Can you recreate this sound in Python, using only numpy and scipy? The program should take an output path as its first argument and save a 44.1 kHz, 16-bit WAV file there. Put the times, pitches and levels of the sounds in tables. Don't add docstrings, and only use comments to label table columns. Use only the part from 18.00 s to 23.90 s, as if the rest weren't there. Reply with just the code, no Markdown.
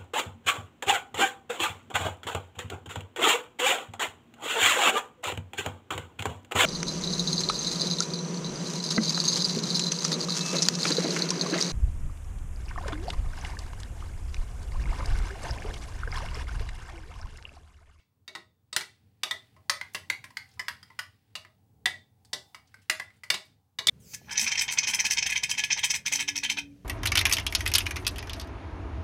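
import sys
import numpy as np
from scipy import signal
from scipy.fft import rfft, irfft
from scipy.io import wavfile
from scipy.ndimage import uniform_filter1d

SR = 44100
rng = np.random.default_rng(int(sys.argv[2]) if len(sys.argv) > 2 else 0)


def persist_wave(psi):
    counts = np.round(np.clip(psi, -1, 1) * 32767).astype(np.int16)
    wavfile.write(sys.argv[1], SR, np.atleast_2d(counts).T)


N = 260094
RUN_IN = SR

WALL, LIP, FLOOR, CORNER, FAR = range(5)
HISS_DB, WHINE_HZ, WHINE_DB = -85, 15625, -90
KITCHEN_DB, LATE_DB, LATE_STRETCH = -17, -17.5, 1.65
MOST_CYCLES = 85
STRENGTH_SPREAD_DB, PITCH_SPREAD = 3.5, 0.007
FLUTTER_DEPTH, FLUTTER_PER_S = 1.5, 120
FIRST_CONTACT, CHATTER = 0.76, 0.9
CRACK_DB, CRACK_GROWS = 34.5, 0.18
STEEL_DB = 8
FAVOUR_Q = 6.94
BASE_HZ, THUMP_HZ, THUMP_DB = 810, 202, -1
CREST_DB = 11.5


def amp(db):
    return 10 ** (np.asarray(db) / 20)


def rms_one(x):
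    return x / np.sqrt(np.mean(x ** 2) + 1e-20)


def at_hz(points_hz, values, hz):
    return np.interp(np.log(np.maximum(hz, 1)), np.log(points_hz), values)


def coloured(x, points_hz, db):
    bins_hz = np.fft.rfftfreq(len(x), 1 / SR)
    return irfft(rfft(x) * amp(at_hz(points_hz, db, bins_hz)), len(x))


def shaped_noise(spectrum):
    return rms_one(coloured(rng.standard_normal(N), *np.transpose(spectrum)))


def drift(knots_per_s):
    knots = int(N / SR * knots_per_s) + 2
    return np.interp(np.arange(N) / SR * knots_per_s, np.arange(knots), rng.standard_normal(knots))


def passed(x, hz, kind, order):
    return signal.sosfilt(signal.butter(order, hz, kind, fs=SR, output="sos"), x)


def lifted(x, hz, db):
    w, top = 2 * np.pi * hz / SR, amp(db / 2)
    wide = np.sin(w) / (2 * FAVOUR_Q)
    zeros = [1 + wide * top, -2 * np.cos(w), 1 - wide * top]
    poles = [1 + wide / top, -2 * np.cos(w), 1 - wide / top]
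    return signal.lfilter(zeros, poles, x)


def rumble(t):
    # (frequency [Hz], relative density [dB])
    spectrum = [(15, -85.5), (25, -26.5), (48, -33), (63, -18), (91, -0.5), (156, -14), (266, -18),
                (328, -24.5), (362, -34.5), (440, -22.5), (598, -37.5), (775, -40), (1200, -58),
                (1560, -95.5), (2640, -120)]
    # (time [s], level [dB])
    level = [(0, -73.5), (.5, -70.5), (1.1, -65), (2.2, -62.5), (3.0, -62.5), (3.3, -67), (3.9, -60.5),
             (4.5, -66), (5.3, -65.5), (5.6, -67.5), (5.84, -68), (5.9, -43)]
    return amp(np.interp(t, *np.transpose(level)) + 2.5 * drift(14.0)) * shaped_noise(spectrum)


def drone(t):
    # (frequency [Hz], relative density [dB])
    spectrum = [(400, -33.5), (600, -19), (780, 6.5), (900, -4.5), (1200, -20)]
    # (time [s], level [dB])
    level = [(0, -110), (.6, -91.5), (1.5, -80.5), (2.2, -74), (2.9, -77.5), (3.2, -81.5), (3.7, -80),
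             (4.2, -79), (4.5, -68), (4.8, -83), (5.9, -86)]
    return amp(np.interp(t, *np.transpose(level)) + 3.0 * drift(6.0)) * shaped_noise(spectrum)


def hiss():
    # (frequency [Hz], relative density [dB])
    spectrum = [(500, -5.5), (1000, -1), (2000, -11), (4000, -12), (7000, -14), (11000, -15.5),
                (15300, -9.5), (15800, -40.5)]
    return amp(HISS_DB) * shaped_noise(spectrum)


def whine(t):
    return amp(WHINE_DB + 3.0 * drift(3.0)) * np.sin(2 * np.pi * WHINE_HZ * t)


def grainy_swells(t):
    # (frequency [Hz], relative density [dB])
    spectrum = [(530, -41.5), (900, -12.5), (1800, -3.5), (2900, -5), (4700, -7), (6400, -17),
                (9000, -14.5), (12000, -19), (15500, -20)]
    # (middle [s], full width at 1/e [s], level [dB])
    swell_table = [(.92, 0.36, -78), (1.427, 0.39, -72), (1.9, 0.28, -70), (2.452, 0.19, -71),
                   (2.853, 0.75, -72), (3.45, .3, -80), (4.262, 0.25, -88), (4.78, .3, -74),
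                   (5.143, 0.13, -73), (5.42, .25, -72.5)]
    swells = sum(amp(db) * np.exp(-(2 * (t - mid_s) / length_s) ** 2) for mid_s, length_s, db in swell_table)
    return swells * amp(1.9 * drift(210.0)) * shaped_noise(spectrum)


def background():
    t = np.arange(N) / SR
    return rumble(t) + drone(t) + grainy_swells(t) + hiss() + whine(t)


def kitchen(x):
    # (frequency [Hz], t60 of the main part [s], relative level [dB])
    decays = [(250, 0.23, -10), (575, 0.24, -14.5), (1500, 0.2, -17), (3750, 0.23, -19), (8000, 0.23, -22),
              (11000, .2, -15.5), (15000, 0.057, -11.5)]
    t = np.arange(int(0.7 * SR)) / SR
    hz, t60_s, db = np.transpose(decays)
    tail = np.zeros(len(t))
    edges_hz = 150 * 2 ** np.arange(0, 7.1, 0.5)
    for low, high in zip(edges_hz, edges_hz[1:]):
        mid = np.sqrt(low * high)
        band = passed(rng.standard_normal(len(t)), [low, high], "band", order=2)
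        decay_db = -60 * t / at_hz(hz, t60_s, mid)
        decay = amp(decay_db) + amp(LATE_DB + decay_db / LATE_STRETCH)
        tail += band * amp(at_hz(hz, db, mid)) * decay
    tail *= np.minimum(t / 0.002, 1) * amp(KITCHEN_DB)
    return signal.fftconvolve(x, tail)[:len(x)]


def smacks():
    # (time [s], level before envelope [dB], nominal centre [Hz], nominal width [octaves], time scale [s])
    puffs = [(1.935, -46.5, 8000, 2.1, 0.007), (2.489, -60.5, 5940, 1.2, 0.0068),
             (2.513, -60.5, 4800, 0.52, 0.016), (2.538, -60, 5400, 1.2, 0.008),
             (2.572, -57, 1000, .3, 0.0097), (4.672, -60, 4960, 0.98, 0.012),
             (4.816, -63.5, 4500, 2.1, 0.023), (5.136, -76, 7500, 0.89, 0.016),
             (5.161, -66.5, 1500, 0.25, 0.0096), (5.165, -69, 8000, .5, 0.012),
             (5.453, -63, 9570, 0.75, 0.01)]
    out = np.zeros(N)
    for (s, db, hz, octaves, length_s), draw in zip(puffs, rng.standard_normal((len(puffs), 4096))):
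        t = np.arange(4096) / SR / length_s
        edges_hz = np.minimum(hz * 2 ** (octaves * np.array([-0.5, 0.5])), 16000)
        band = passed(draw * np.abs(draw), edges_hz, "band", order=2)
        envelope = np.minimum(6.0 * t, 1) * np.exp(-1.5 * t)
        at = round(s * SR)
        out[at:at + 4096] += amp(db) * rms_one(band) * envelope
    return out


def rings(modes, db, t, freedom, draw):
    hz, level_db, t60_s = modes
    knots = draw[:len(hz) * 64].reshape(len(hz), 64)
    wander = np.array([np.interp(t * FLUTTER_PER_S, np.arange(64) + 1, k, left=0) for k in knots])
    decay = amp(-60 * t / (t60_s * freedom)[:, None])
    waves = (1 + FLUTTER_DEPTH * wander) * decay * np.sin(2 * np.pi * hz[:, None] * t)
    return amp(level_db + db) @ waves


def glass(t, colour_hz, colour_db, freedom, draw):
    # (frequency [Hz], level [dB], t60 before limit and freedom [s])
    dish_modes = [(386.4, -12, 0.17), (634.7, -16, 0.29), (838, -22, 0.1), (1120, -14, 0.028),
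                  (1290, -10.5, 0.038), (1500, -7.5, 0.013), (1928, -27.5, 0.064), (1843.5, -21.5, 0.21),
                  (2007, -7.5, 0.055), (2007, -12.5, 0.04), (2281, -8, 0.27), (2414, -18.5, 0.083),
                  (2724, -10, 0.055), (2900, -6.5, 0.12), (3190, -10.5, 0.054), (3616, -15.5, 0.21),
                  (3880, -19, 0.15), (4140, -13, 0.012), (4620, -9.5, 0.013), (4810, -8.5, 0.11),
                  (5260, -7.5, 0.06), (6050, -17.5, 0.09), (7060, -24.5, 0.017), (8200, -5.5, 0.075),
                  (8860, -13, .025), (9400, -16.5, 0.013), (9880, -18.5, 0.053), (12100, -30, 0.0067),
                  (13700, -22, 0.018)]
    hz, db, t60_s = np.transpose(dish_modes)
    count = len(hz)
    spot_db = at_hz(colour_hz, colour_db, hz) + STRENGTH_SPREAD_DB * draw[:count]
    loaded_hz = hz * (1 + PITCH_SPREAD * draw[count:2 * count])
    modes = loaded_hz, db, np.minimum(t60_s, MOST_CYCLES / hz)
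    return rings(modes, spot_db, t, np.clip(freedom, 0.1, 1.3), draw[100:])


def steel_ring(t, colour_hz, colour_db, steel_db, draw):
    # (frequency [Hz], relative level [dB], t60 before freedom 0.8 [s])
    steel_modes = [(629, -30, .3), (1265, -38, .25), (1865, -37, .3), (1985, -35, .3), (2252, -31, .25),
                   (3545, -39, .55), (4705, -40, .3)]
    modes = np.transpose(steel_modes)
    return rings(modes, at_hz(colour_hz, colour_db, modes[0]) + steel_db, t, 0.8, draw[2100:])


def bare_crack(chatter, colour_hz, colour_db):
    # (frequency [Hz], relative level [dB])
    spectrum = [(400, -43), (1000, -8), (2500, -3), (5000, -4), (9000, -16.5), (15000, -25.5)]
    hz, db = np.transpose(spectrum)
    gains = amp(2 * (db + at_hz(colour_hz, colour_db, hz)))
    linear = signal.firwin2(255, np.r_[0, hz, SR / 2], np.r_[0, gains, 0] + 1e-6, fs=SR)
    return signal.fftconvolve(chatter, signal.minimum_phase(linear))


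def knock(force_db, base_db, colour_db, chatter_s, freedom, steel_db, favoured, draw):
    colour_hz = [1250, 2100, 3600, 5000, 9500]
    t = np.arange(int(0.5 * SR)) / SR
    body = glass(t, colour_hz, colour_db, freedom, draw)
    steel = steel_ring(t, colour_hz, colour_db, steel_db, draw)

    short = t[:1024]
    envelope = np.exp(-short / max(chatter_s, 1e-4)) * np.minimum(short / 0.0026, 1)
    chatter = draw[-1024:] * np.abs(draw[-1024:]) * envelope
    chatter /= np.sqrt(np.sum(chatter ** 2))
    blow = CHATTER * chatter + FIRST_CONTACT * (np.arange(len(short)) == 40)

    sound = signal.fftconvolve(blow, body)
    crack = bare_crack(chatter, colour_hz, colour_db)
    sound[:len(crack)] += amp(CRACK_DB + CRACK_GROWS * force_db) * crack
    for spot_hz, lift_db in favoured:
        sound = lifted(sound, spot_hz, lift_db)
    sound += amp(STEEL_DB) * signal.fftconvolve(blow, steel)

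    base = passed(sound, [350, BASE_HZ], "band", order=3)
    base += amp(THUMP_DB) * passed(sound, [80, THUMP_HZ], "band", order=2)
    sound = passed(sound, BASE_HZ, "high", order=4) + amp(base_db) * base
    return sound / np.sqrt(np.max(uniform_filter1d(sound ** 2, size=128)))


def spoon():
    # (time [s], nominal peak [dB], spot, weight added to base and wall [dB],
    #  brightness added to rim, edge and tick [dB], clarity scaling the favoured lifts,
    #  own note [Hz], note lift [dB], steel ring before STEEL_DB [dB])
    knocks = [(-0.1, -23.5, WALL, -4, -5, 0.53, 2230, 10.5, -12),
              (0.2787, -27, WALL, 1, -0.5, 0.81, 3840, 10, 7),
              (0.3515, -22.5, WALL, 3.5, -3, 0.95, 1935, 9, -2.5),
              (0.7284, -20, WALL, 3.5, 2, 2.03, 8000, 16.5, 6),
              (0.7637, -6.5, LIP, 1.5, -0.5, 0.43, 1130, -2, -14.5),
              (0.8091, -21.5, WALL, -6.5, -0.5, 1.14, 2310, 9.5, 2),
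              (1.2339, -10, LIP, 4.5, 5, 1.1, 2613, 12.5, 4),
              (1.3103, -12.5, LIP, -0.5, -5, 1.24, 2250, 2.5, 1),
              (1.5648, -45.5, FAR, 2, -6, .8, 1040, 13.5, 6),
              (1.697, -5.5, LIP, -1.5, -5.5, 0.18, 5260, 10, 5.5),
              (1.8126, -17, FLOOR, 1.5, -3, 1.5, 2100, 2.5, -15),
              (1.9473, -17.5, FAR, -2.5, -5.5, 0.4, 3360, 6, -6),
              (2.1002, -7.5, FLOOR, -1, 1, 1.22, 2130, 9, -16),
              (2.2412, -27.5, FAR, -5.5, -4, 0.25, 2330, 15, -13),
              (2.305, -39.5, FAR, -3, -1, .8, 990, 12, -15),
              (2.3702, -16, FLOOR, -5.5, 0.5, 1.54, 4810, 5.5, -17),
              (2.5945, -17.5, FAR, 2.5, 3.5, 2.2, 1750, 12.5, 4.5),
              (2.6831, -13, CORNER, -2, -4, 0.87, 2200, 3.5, -28),
              (2.829, -33.5, CORNER, 3, 8, 2.1, 1900, 1, -2),
              (2.9026, -38.5, FAR, 4.5, -5, 1.4, 905, 12.5, -9),
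              (2.9904, -15.5, CORNER, -0.5, -1.5, 1.1, 2900, 10, -13),
              (3.3539, -19.5, WALL, 0.5, 2, 1, 2720, 10, -8.5),
              (3.4491, -36.5, FLOOR, 7.5, -5.5, 0.32, 2790, 9, 0),
              (3.8575, -5.5, LIP, 2.5, -3, 1.9, 752, 9, 8.5),
              (4.2495, -45.5, FAR, -11, 23.5, 0.24, 4490, 5, -4),
              (4.3317, -14.5, WALL, 4.5, 11.5, 0.76, 3520, 7, -2.5),
              (4.5464, -28, FAR, -0.5, -0.5, 1.07, 1560, 12.5, -4),
              (4.7424, -34, FLOOR, 4, 9, 1.4, 1454, 9.5, -11),
              (4.8984, -5, FLOOR, -2, 6, 0.9, 2800, 11.5, 2.5),
              (4.998, -17.5, FLOOR, 3.5, -0.5, 0.29, 1984, 16, -17),
              (5.1036, -44, FLOOR, 3, -5, 1.0, 2210, 4, -3),
              (5.2354, -27.5, FAR, -5, -2, 0.74, 2350, 6.5, -12),
              (5.3025, -4, LIP, 0, -4, .6, 4960, 10.5, -13),
              (5.3413, -15.5, WALL, -0.5, 0.5, 1, 4900, -3, -2.5),
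              (5.7875, -14, WALL, 4, -1, 1.1, 3750, 7.5, -3.5),
              (5.8704, -3.5, LIP, 4, 15.5, 1.23, 2275, 4.5, 9),
              (5.8844, -2, LIP, 0, 13, 2.7, 2245, 29, -15)]
    # (base [dB], wall [dB], rim [dB], edge [dB], tick [dB], chatter decay [s], freedom to ring)
    spots = [(-6, -0.5, 2, 1.5, -2.5, 0.0072, 0.78), (-9.5, -3.5, -1.5, 1.5, 1.5, .004, .95),
             (-10, -6, -16, -10, -6.5, 0.0033, 0.18), (-21.5, -2.5, -30.5, -10, -3, 0.0053, 0.33),
             (-5.5, 1.5, -4.5, -2, 2, 0.0073, 0.28)]
    # (frequency [Hz], lift before clarity [dB])
    spot_resonances = [
        [(1030, 6), (1900, 4), (3780, 8.5), (4600, 4)],
        [(1265, 4.5), (1900, 4.5), (3560, 12.5), (4700, 0)],
        [(1540, 8.5), (2120, 8.5), (2900, -1.5), (4750, 3.5)],
        [(1490, 8), (1800, 3.5), (3200, 9), (4980, 9.5)],
        [(1060, 6), (2030, 8), (3000, 4.5), (5000, 5.5)],
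    ]
    out = np.zeros((6, N + 2 * SR))
    draws = rng.standard_normal((len(knocks), 3600))
    for k, (s, db, spot, weight_db, bright_db, clarity, note_hz, note_db, ring_db) in enumerate(knocks):
        base, wall, rim, edge, tick, chatter_s, freedom = spots[spot]
        colour_db = [wall + weight_db, 0, rim + bright_db, edge + bright_db, tick + bright_db]
        favoured = [(hz, clarity * lift_db) for hz, lift_db in spot_resonances[spot]]
        favoured.append((note_hz, note_db))
        sound = knock(db, base + weight_db, colour_db, chatter_s, freedom, ring_db, favoured, draws[k])
        at = round((s - 0.001) * SR + RUN_IN)
        out[k % 6, at:at + len(sound)] += amp(db - CREST_DB) * sound
    out[0, RUN_IN:RUN_IN + N] += smacks()
    return out[:, :N + RUN_IN]


def scene():
    in_room = sum(path + kitchen(path) for path in spoon())
    return (in_room[RUN_IN:] + background())[None]


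def record(dry):
    return signal.sosfilt(signal.cheby2(20, 80, 16900, fs=SR, output="sos"), dry)


dry = scene()
out = record(dry)
persist_wave(out)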